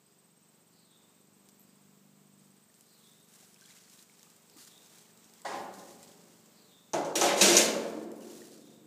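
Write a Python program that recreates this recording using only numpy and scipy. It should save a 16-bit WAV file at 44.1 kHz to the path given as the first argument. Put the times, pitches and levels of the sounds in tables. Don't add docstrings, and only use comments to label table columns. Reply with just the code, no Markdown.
import sys
import numpy as np
from scipy import signal
from scipy.fft import rfft, irfft
from scipy.io import wavfile
from scipy.ndimage import map_coordinates

SR = 44100
rng = np.random.default_rng(int(sys.argv[2]) if len(sys.argv) > 2 else 0)


def gain_from_db(level_db):
    decades = np.asarray(level_db, float) / 20
    return 10 ** decades


def log_audio(samples):
    frames = np.atleast_2d(samples).T
    limited = np.clip(frames, -1, 1)
    pcm = np.round(limited * 32767).astype(np.int16)
    wavfile.write(sys.argv[1], SR, pcm)


N = 390726


def rms_one(x):
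    return x / np.sqrt(np.mean(x ** 2) + 1e-20)


def energy_one(x):
    return x / np.sqrt(np.sum(x ** 2))


def seconds(length_s):
    return np.arange(round(length_s * SR)) / SR


def bin_hz(length):
    return np.maximum(np.fft.rfftfreq(length, 1 / SR), 10)


def high_pass(order, hz):
    return signal.butter(order, hz, "high", fs=SR, output="sos")


def in_time(rows, outside=None):
    s, *columns = np.transpose(rows)
    return [np.interp(np.arange(N) / SR, s, c, outside, outside) for c in columns]


def at_hz(points, hz):
    table = np.array(points)
    return np.interp(np.log(hz), np.log(table[:, 0]), table[:, 1])


def drift(rate):
    r = np.exp(-80 * np.pi * rate / SR)
    white = rng.standard_normal(N // 40 + 2002)
    slow = rms_one(signal.lfilter([1], [1, -2 * r, r * r], white)[2000:])
    return np.interp(np.arange(N) / 40, np.arange(len(slow)), slow)


def colour(x, spectrum):
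    return rms_one(irfft(rfft(x) * gain_from_db(at_hz(spectrum, bin_hz(len(x)))), len(x)))


def add(out, s, sound):
    i = round(s * SR)
    out[i:i + len(sound)] += sound[:N - i]


def grains(per_s, spread_db):
    sizes = gain_from_db(spread_db * np.minimum(rng.exponential(1, N), 5)) * rng.choice([-1, 1], N)
    return rms_one(sizes * (rng.random(N) < per_s / SR))


def modes(table, length_s):
    t, out = seconds(length_s), 0
    for hz, db, t60 in table:
        out = out + gain_from_db(db - 60 * t / t60) * np.sin(2 * np.pi * hz * t) * rng.choice([-1, 1])
    return energy_one(out)


def dying_noise(spectrum, t60_at, rise_cycles, late_db, length_s):
    t, out = seconds(length_s), 0
    edges = 45 * 2 ** np.arange(1, 8.9, 1 / 3)
    white = rng.standard_normal((2, len(t)))
    for k, (low, high) in enumerate(zip(edges, edges[1:])):
        hz = np.sqrt(low * high)
        t60 = at_hz(t60_at, hz)
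        fall_db = -60 * t / t60
        rise = 1 - np.exp(-t * hz / rise_cycles)
        shape = rise * (gain_from_db(fall_db) + gain_from_db(late_db + 0.41 * fall_db)) / np.sqrt(t60)
        third = signal.butter(2, [low, high], "band", fs=SR, output="sos")
        out = out + gain_from_db(at_hz(spectrum, hz)) * shape * signal.sosfilt(third, white[k % 2])
    return energy_one(out)


def excite(force, response, first_s):
    i = round(first_s * SR)
    return np.r_[np.zeros(i), signal.fftconvolve(force[i:], response)[:N - i]]


def shed_air():
    # f/Hz, density level/dB
    spectrum = [(24, -68), (40, -38.5), (91, -14.5), (132, -7.5), (218, -6.5), (333, -8), (417, -5.5),
                (562, -10.5), (1160, -13), (1640, -17.5), (6160, -19), (8110, -11.5), (9410, -26.5),
                (14400, -19), (15500, -18.5)]
    # t/s, level/dB
    swell = [(0, -1), (1, 0), (2, 0.5), (3, 0), (4, 1), (5, 3.5), (6.5, 2), (8.86, 0)]
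    level_db = -65.5 + in_time(swell)[0] + .6 * drift(3.0)
    return gain_from_db(level_db) * colour(rng.standard_normal(N), spectrum)


def motor():
    # t/s, rate/(turns per s)
    speed = [(0, 24.0), (.33, 23.9), (.86, 24.1), (1.25, 24.5), (1.94, 24.8), (2.23, 24.8), (2.5, 24.45),
             (2.88, 24.2), (3.21, 24.3), (3.69, 24.1), (4.57, 24.3), (5.25, 24.6), (6.2, 24.6), (6.7, 24.3),
             (8.86, 24.4)]
    # t/s, level/dB, even orders over odd/dB
    strength = [(0, -78, -1), (.9, -76.5, -7), (1.25, -73, 4), (2.5, -73.5, 11), (2.7, -78.5, -3),
                (3.2, -75.5, -7.5), (3.7, -75.5, 2.5), (4.3, -77, -3.5), (4.8, -76, -3),
                (5.25, -77.5, -11.5), (6.2, -72.5, -8), (6.7, -76, -1), (8.86, -69.5, 3)]
    # multiple of shaft rate/1, level/dB
    orders = [(1, -43), (2, -37.5), (3, -36), (4, -15), (5, -15.5), (6, -3.5), (7, -1.5), (8, 0.5), (9, 0),
              (10, -5.5), (11, -10.5), (12, -10), (13, -8.5), (14, -14), (15, -12.5), (16, -20), (17, -9.5),
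              (18, -21.5)]
    (turns,), (db_all, even_db) = in_time(speed), in_time(strength)
    phase, out = 2 * np.pi * np.cumsum(turns) / SR, 0
    for k, db in orders:
        level_db = db + db_all + even_db / 2 * (-1) ** k + 1.3 * drift(1.0)
        out = out + np.sqrt(2) * gain_from_db(level_db) * np.sin(k * phase + rng.uniform(0, 2.5))
    return out


def cricket():
    # first pulse t/s, last pulse t/s, level/dB
    bouts = [
        (.064, 1.816, -64),
        (1.877, 2.21, -72),
        (2.265, 3.289, -64),
        (3.349, 5.43, -65),
        (5.49, 6.2, -67),
        (6.26, 8.85, -72),
    ]
    # f/Hz, level/dB, delay/s, pulse length/s
    wings = [(8380, 0.5, .0, 0.012), (8160, -2.5, .004, 0.02)]
    period_s, out = .0603, np.zeros(N)
    for first, last, db in bouts:
        for s in np.linspace(first, last, round((last - first) / period_s) + 1):
            for hz, wing_db, delay, length in wings:
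                hz_chance, time_chance, db_chance = rng.standard_normal(3)
                t = seconds(length)
                burst = np.hanning(len(t)) * np.sin(2 * np.pi * (hz + 25 * hz_chance) * t)
                start = max(s + delay - .003 + 0.0019 * time_chance, 0)
                add(out, start, gain_from_db(db + wing_db + 1.6 * db_chance) * burst)
    return out


def bird():
    # t after start/s, f/Hz, level/dB, blur/Hz
    call = [
        (0, 4520, 1, 598),
        (.06, 4520, 7, 664.5),
        (0.109, 4320, 6.5, 599),
        (.17, 3850, 3, 455),
        (0.212, 3556, 9, 408),
        (.25, 3650, 8, 200),
        (.33, 3664, 2, 182),
        (.5, 3650, -10, 180),
    ]
    # t/s, level/dB
    calls = [
        (.71, -78),
        (2.84, -75.5),
        (4.51, -73.5),
        (6.52, -73),
        (8.45, -75),
    ]
    # t/s, length/s, f/Hz, level/dB
    peeps = [
        (.04, .12, 4900, -74),
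        (.33, .15, 5600, -80),
        (1.64, .16, 4850, -76),
        (1.95, .15, 5500, -82),
        (2.5, .15, 4800, -79),
    ]
    out = np.zeros(N)
    notes = [(s, db, call) for s, db in calls]
    for s, length, hz, db in peeps:
        notes.append((s, db, [(0, hz, -9, 250), (.03, hz, 0, 250), (length, hz, -12, 250)]))
    for s, db, shape in notes:
        at, hz, level_db, blur_hz = np.transpose(shape)
        t = seconds(at[-1])
        turns = np.cumsum(np.interp(t, at, blur_hz)) * 2 / SR
        blur = map_coordinates(rng.standard_normal(1000), [turns], order=3)
        phase = 2 * np.pi * np.cumsum(np.interp(t, at, hz)) / SR
        add(out, s, gain_from_db(db + np.interp(t, at, level_db)) * blur * np.sin(phase))
    return out


def shed_echo(near, far):
    shed = dying_noise([(100, 2.0), (15000, -9.0)], [(200, .8), (10000, 0.44)],
                       rise_cycles=20.0, late_db=-45.0, length_s=0.62)
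    return signal.oaconvolve(gain_from_db(-11) * near + gain_from_db(-3) * far, shed)[:N]


def movement():
    # start t/s, peak t/s, end t/s, peak level/dB, brightness/dB
    moves = [(2.39, 2.407, 2.66, -70, 2), (2.697, 3.1, 3.54, -67, 2), (3.283, 3.34, 3.67, -62, 2),
             (3.394, 3.433, 3.48, -57, -3), (3.603, 3.7, 4.13, -57.5, -2.5), (3.9, 4.036, 3.7, -62.5, 3),
             (4.14, 4.22, 4.6, -64, -2), (4.567, 4.59, 4.77, -55, 0.5), (4.792, 4.968, 5.1, -58, -2),
             (5.172, 5.25, 5.4, -64, -10), (5.33, 5.35, 5.43, -62, -7), (5.544, 5.614, 5.7, -58, 2),
             (5.728, 5.79, 6.04, -54, -2), (6.02, 6.038, 6.4, -60, -4), (6.3, 6.396, 7, -67.5, -4),
             (7.748, 7.9, 8.04, -53.5, -2), (8.003, 8.04, 6.5, -64, -3), (8.117, 8.12, 7.9, -57, 2),
             (8.154, 8.165, 8.2, -63, 6), (8.203, 8.326, 8.55, -54, -0.5), (8.363, 8.4, 8.58, -59.5, 0.5),
             (8.491, 8.51, 8.77, -59.5, -2)]
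    rise_db, fall_db, edge_s, tail_s = 5.5, 9, 0.011, 0.083
    t, power = np.arange(0, N + 64, 64) / SR, 0
    for start, peak, end, db, bright_db in moves:
        peak, end = max(peak, start), max(end, peak, start)
        at = [start - edge_s, start, peak, end, end + tail_s]
        shape_db = np.interp(t, at, [-40, -rise_db, 0, -fall_db, -30], -120, -120)
        power = power + gain_from_db(2 * (db + shape_db)) * gain_from_db([[0], [2 * bright_db]])
    return np.array([np.interp(np.arange(N) / SR, t, gain) for gain in np.sqrt(power)])


def rustle(moving):
    # f/Hz, density level/dB
    spectrum = [(530, -14), (900, -10.5), (1380, -7.5), (1560, -4.5), (1820, -7.5), (2360, -7.5),
                (7320, -0.5), (13800, -8.5), (15500, -8)]
    creases = grains(2500 * gain_from_db(4.0 * drift(30.0)), spread_db=2.0)
    body = colour(creases + .5 * rng.standard_normal(N), spectrum)
    bright = signal.sosfiltfilt(high_pass(4, 8700), body)
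    return moving[0] * (body - bright) + gain_from_db(-6.0) * moving[1] * rms_one(bright)


def squeak():
    # t/s, f/Hz, level/dB
    track = [
        (2.7, 13100, -86),
        (2.77, 14200, -76),
        (2.86, 13000, -80),
        (2.94, 14300, -82),
        (3.04, 12800, -80),
        (3.2, 14000, -79),
        (3.26, 12300, -75),
        (3.34, 11600, -90),
    ]
    hz, db = in_time(track)
    t = np.arange(N) / SR
    phase = 2 * np.pi * np.cumsum(hz * (1 + .008 * drift(30.0))) / SR
    on = (t > track[0][0]) & (t < track[-1][0])
    main = drift(60.0) * np.sin(phase)
    companion = gain_from_db(-6 + 7.0 * drift(6.0)) * drift(60.0) * np.sin(phase)
    return on * gain_from_db(db + 1) * (main + companion)


def drops(moving):
    # t/s, peak level/dB, f/Hz
    glove_drops = [(2.742, -49, 7280), (2.809, -42, 7600), (3.0423, -52, 3650), (3.3396, -48, 7920),
                   (3.5436, -44, 5460), (3.611, -44, 5650), (3.6589, -44, 7510), (3.7736, -45, 7760),
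                   (3.8983, -44, 6700), (3.992, -45, 3970), (4.0253, -42.5, 7100), (4.1378, -52, 5700),
                   (4.1944, -45, 5700), (4.23, -40, 6600), (4.3015, -45, 7220), (4.364, -46, 7600),
                   (4.4979, -48, 4900), (4.5703, -45, 7010), (4.6496, -43, 7170), (4.7785, -45, 3700),
                   (4.8608, -48, 6290), (4.9843, -43, 7470), (5.1074, -54, 6050), (5.1744, -46, 7400),
                   (5.2433, -47, 6270), (5.2971, -49, 4800), (5.337, -43.5, 6050), (5.418, -40.5, 7700)]
    # t/s, peak level/dB, f/Hz
    sleeve_creases = [(5.7394, -40, 6600), (5.7962, -45, 5800), (6.029, -38, 7520), (6.117, -49, 3320),
                      (6.1384, -64, 7750), (6.2158, -51, 7310), (6.359, -55, 7958), (6.4594, -46, 7120),
                      (8.117, -39, 7240), (8.2232, -50, 2800), (8.3094, -48.5, 7500), (8.5193, -45.5, 7950),
                      (8.668, -54, 3824)]
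    # t/s, peak level/dB, f/Hz, ring/cycles, tick over ring/dB
    drips = [(1.488, -52, 11000, 12, 4), (1.494, -56, 8000, 10, 2), (1.615, -54, 11800, 60, -8),
             (1.63, -56, 13400, 60, -8), (1.497, -56, 5800, 20, -20), (1.596, -47, 12300, 40, -10),
             (1.605, -55, 12900, 200, -12), (2.7, -60, 1800, 12, -20), (3.562, -53, 2540, 12, -14),
             (3.572, -58, 3200, 14, -15), (3.592, -58, 3710, 10, -12), (3.612, -55, 4400, 14, -12),
             (3.685, -58, 2300, 20, -15), (3.619, -56, 1540, 35, -25), (3.64, -49, 4200, 20, -20),
             (3.655, -49, 3300, 22, -20), (3.708, -50, 3850, 20, -20), (3.724, -52, 2400, 7, -8),
             (3.765, -55, 2050, 12, -15), (3.772, -55, 2600, 12, -15), (3.926, -56, 2420, 10, -12),
             (4.17, -58, 3740, 10, -12), (4.27, -56, 1210, 8, -20), (3.43, -58, 750, 10, -20),
             (3.445, -58, 2800, 10, -12), (3.88, -57, 2000, 6, -15), (3.9, -53, 6500, 5, -2),
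             (4.097, -50, 2200, 9, -8), (4.6, -58, 1750, 12, -20)]
    rows = [(s, db - 2, hz, 12, -3.5) for s, db, hz in glove_drops] + drips
    rows += [(s, db - 2.5, hz, 15, -4.5) for s, db, hz in sleeve_creases]
    spray_per_s, spray_db = 28, 6.5
    for when, size, pitch, falls in rng.random((400, 4)):
        gain = moving[0, int(when * N)]
        if falls < spray_per_s * N / SR / 400 and gain > 1e-4:
            db = 20 * np.log10(gain) + spray_db - 8 * size
            rows.append((when * N / SR, db, 1700 * 4.2 ** pitch, 15, -12))
    out, t = np.zeros(N), seconds(.045)
    tick_band = signal.butter(1, [3500, 11000], "band", fs=SR, output="sos")
    ticks = signal.sosfilt(tick_band, rng.standard_normal((500, len(t)))) * np.exp(-t / 0.0023)
    swell = 1 - np.exp(-t / .0002)
    for (s, db, hz, cycles, tick_db), tick in zip(rows, ticks):
        ring = np.sin(2 * np.pi * hz * t * (1 + 1.16 * t)) * gain_from_db(-60 * t * hz / cycles / 3) * swell
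        add(out, s, gain_from_db(db) * (ring + gain_from_db(tick_db) * tick))
    return out


def lifted_bar():
    # t/s, level/dB
    lift = [
        (5.449, -25),
        (5.46, -37.5),
        (5.49, -38),
        (5.54, -39),
        (5.6, -68),
    ]
    # f/Hz, density level/dB
    spectrum = [(59, -57), (100, -21), (205, -10), (258, -9.5), (403, -4.5), (589, -12.5), (682, -0.5),
                (861, -1.5), (1130, -12.5), (1880, -13.5), (2220, -20.5), (6950, -25.5), (15500, -50)]
    # f/Hz, T60/s
    decay = [(200, 2.26), (800, 0.82), (2200, 0.59), (8000, 0.39)]
    # f/Hz, level/dB, T60/s
    single = [(317, -8, 1.9), (418, -2, 0.7), (560, -9, 1.4), (598, -22, 4.8), (668, 0, 1.4),
              (807, -7, 0.98), (856, -6, 0.84), (947, -7, 0.57), (1040, -7, 1.2), (1240, -4, 1.2),
              (1340, -17, 0.91), (1604, -20, 0.96), (1900, -15, 1.2), (1980, -5, 0.56)]
    body = dying_noise(spectrum, decay, rise_cycles=.6, late_db=-15, length_s=1.5)
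    body = body + gain_from_db(-7) * modes(single, 1.5)
    scrape = gain_from_db(in_time(lift, outside=-150)[0]) * rng.standard_normal(N)
    add(scrape, lift[0][0], gain_from_db([-13.0]))
    return excite(scrape, body, lift[0][0])


def panels():
    # t/s, f/Hz, peak level/dB, T60/s
    rings = [(4.561, 303, -46.5, 0.05), (4.585, 241, -51, .08), (4.575, 1230, -62, 0.094),
             (6.935, 565, -34.5, 1.5), (6.935, 195.5, -40, 0.53), (5.448, 940, -36, 0.043),
             (5.455, 336, -51, 0.54), (5.461, 419.5, -45.5, .4), (5.46, 1930, -43, 0.35),
             (5.48, 196, -52, 0.47), (6.935, 161, -46, 1.3), (6.935, 103.4, -57, .8),
             (7.212, 168, -44, 0.71), (7.57, 100, -62.5, 2.6), (7.569, 221.7, -44, 2.7),
             (7.569, 483.5, -46.5, 1.8), (6.935, 705, -32, 0.37), (6.935, 647, -33.5, 0.7),
             (6.935, 861, -39, 0.72), (6.935, 366, -46, 0.74), (6.935, 291.5, -42.5, 0.73),
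             (6.935, 2030, -46, 0.44), (7.156, 350, -31, 0.62), (7.212, 711, -28, 0.69),
             (7.212, 796, -30.5, 0.73), (7.212, 1280, -37, 0.95), (7.412, 194.4, -33.5, 1),
             (7.411, 346.8, -18.5, 0.13), (7.411, 565, -31, 0.52), (7.411, 625.5, -27.5, 0.78),
             (7.41, 2580, -24.5, 0.25), (7.48, 349, -18, 0.3), (7.53, 617, -25, 0.31),
             (7.41, 5700, -29, 0.28), (7.41, 7400, -32, .35), (7.412, 8020, -34, .4),
             (7.425, 11996, -36, .5), (7.412, 3860, -30, 0.21), (7.155, 5660, -30, 0.14),
             (7.156, 3280, -39, 0.09), (7.528, 5800, -27, 0.13), (7.569, 6870, -28, 0.14),
             (7.76, 560, -31.5, 0.46)]
    out, beat_hz = np.zeros(N), 14
    for (s, hz, db, t60), (apart, turn) in zip(rings, rng.uniform(-1.007, 1, (len(rings), 2))):
        t60 = min(t60, max(850 / hz, .3))
        t = seconds(min(t60, 2))
        twin_hz = hz + beat_hz * (apart + np.sign(apart)) / 2
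        twin = gain_from_db(-7) * np.sin(2 * np.pi * (twin_hz * t + turn))
        envelope = gain_from_db(db - 60 * t / t60) * (1 - np.exp(-t * hz / .8))
        add(out, s, envelope * (np.sin(2 * np.pi * hz * t) + twin))
    return out


def tank():
    # t/s, strength level/dB, flat landing/dB, hardness/dB, crack level/dB
    blows = [
        (6.934, -34, 3.5, -11.5, -22.5),
        (7.048, -60.5, 23, 6.5, -36),
        (7.154, -33, -7.5, -1, -32),
        (7.2126, -31, 4.5, -1.5, -13),
        (7.409, -29.5, -6.5, 1, -38),
        (7.4134, -25, -8, 1.5, -14.5),
        (7.5, -31.5, -10, -6.5, -29),
        (7.5681, -32, -6.5, 7.5, -2.5),
        (7.998, -58, -19, -35, -55),
    ]
    # t/s, pressure level/dB, hardness/dB, edge/dB
    pushes = [
        (7.153, -50.5, 20, 9),
        (7.165, -46.5, -3, 2),
        (7.2, -44, 2, -6.5),
        (7.24, -37, 2.5, -2),
        (7.29, -38, -7, -17),
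        (7.33, -40.5, -14, -7),
        (7.355, -55.5, -2, -1),
              (7.361, -58, 19, -3),
        (7.378, -40.5, 10.5, -10.5),
        (7.405, -46, -5, -7),
        (7.45, -31, 5.5, -9.5),
        (7.501, -36, 9, -8),
        (7.518, -38.5, 3.5, -3.5),
        (7.535, -32, 5.5, -9),
        (7.585, -35, 2, 3),
        (7.66, -65, -4, -6),
    ]
    # f/Hz, density level/dB
    spectrum = [(35, -78), (60, -45), (187, -10.5), (253, -13.5), (343, 2), (413, -6), (599, -2.5),
                (657, -8.5), (1420, -14), (2650, -12.5), (5080, -14), (5980, -9.5), (15500, -39.5)]
    # f/Hz, T60/s
    decay = [(120, 0.86), (320, 2.2), (840, 1.29), (2200, 0.58), (5800, 0.41), (12000, 0.35)]
    # f/Hz, level/dB, T60/s
    single = [(221.47, -14, 3.57), (528, -15, 2.4), (340, -4, 0.71), (471.4, -14, 1.6), (565, -3.5, 1.25),
              (619, -5.5, 1.0), (845, -8, 1.16), (1039, -12, 1.0), (5720, 1, 0.24)]
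    t = seconds(2.5)
    body = dying_noise(spectrum, decay, rise_cycles=2.1, late_db=-24.5, length_s=2.5)
    body = body + gain_from_db(-10.0) * modes(single, 2.5)

    slips = grains(600 * gain_from_db(3.3 * drift(25.0)), spread_db=1.0)
    press_db, hard_db, edge_db = in_time(pushes, outside=-150)
    ring_db = press_db + hard_db
    force = gain_from_db([press_db, press_db - 2.5, press_db + 0.3, ring_db, ring_db + edge_db]) * slips

    out, short = np.zeros(N), t[:1500]
    crack_hz, crack_s = 6130, 0.0003
    crack = np.sin(2 * np.pi * crack_hz * short) * (short / crack_s) * np.exp(1 - short / crack_s)
    for s, boom_db, flat_db, hard_db, crack_db in blows:
        clang_db = -5 + 0.51 * hard_db
        range_db = boom_db + np.array([0, flat_db, clang_db, hard_db, hard_db - 9])
        contact = gain_from_db(-36.0) * rng.standard_normal(len(short)) * np.exp(-short / 0.0083)
        contact[0] = 1
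        for part, db in zip(force, range_db):
            add(part, s, gain_from_db(db + 33.5) * contact)
        for lag, echo_db in [(0, 0), (.0045, -9), (.0105, -6), (.017, -7)]:
            add(out, s + lag, gain_from_db(crack_db + echo_db) * crack)

    centres_hz = [330, 800, 1900, 6000, 13000]
    for part, share in zip(force, np.eye(5)):
        weight = at_hz(list(zip(centres_hz, share)), bin_hz(len(t)))
        response = irfft(rfft(body) * weight, len(t))[:-4000]
        out += excite(part, energy_one(response), blows[0][0])
    return signal.sosfilt(high_pass(2, 110), out)


def scene():
    moving = movement()
    near, far = drops(moving) + cricket(), bird()
    wet = shed_echo(near, far)
    background = shed_air() + motor()
    steel = tank() + panels() + lifted_bar()
    return (background + rustle(moving) + near + far + wet + steel + squeak())[None]


def low_pass(x):
    return signal.sosfilt(signal.butter(12, 15580, fs=SR, output="sos"), x)


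def record(dry):
    x = signal.sosfilt(high_pass(2, 70), dry)
    x = irfft(rfft(x) * (np.fft.rfftfreq(N, 1 / SR) < 15400), N)
    return low_pass(x)


dry = scene()
out = record(dry)
log_audio(out)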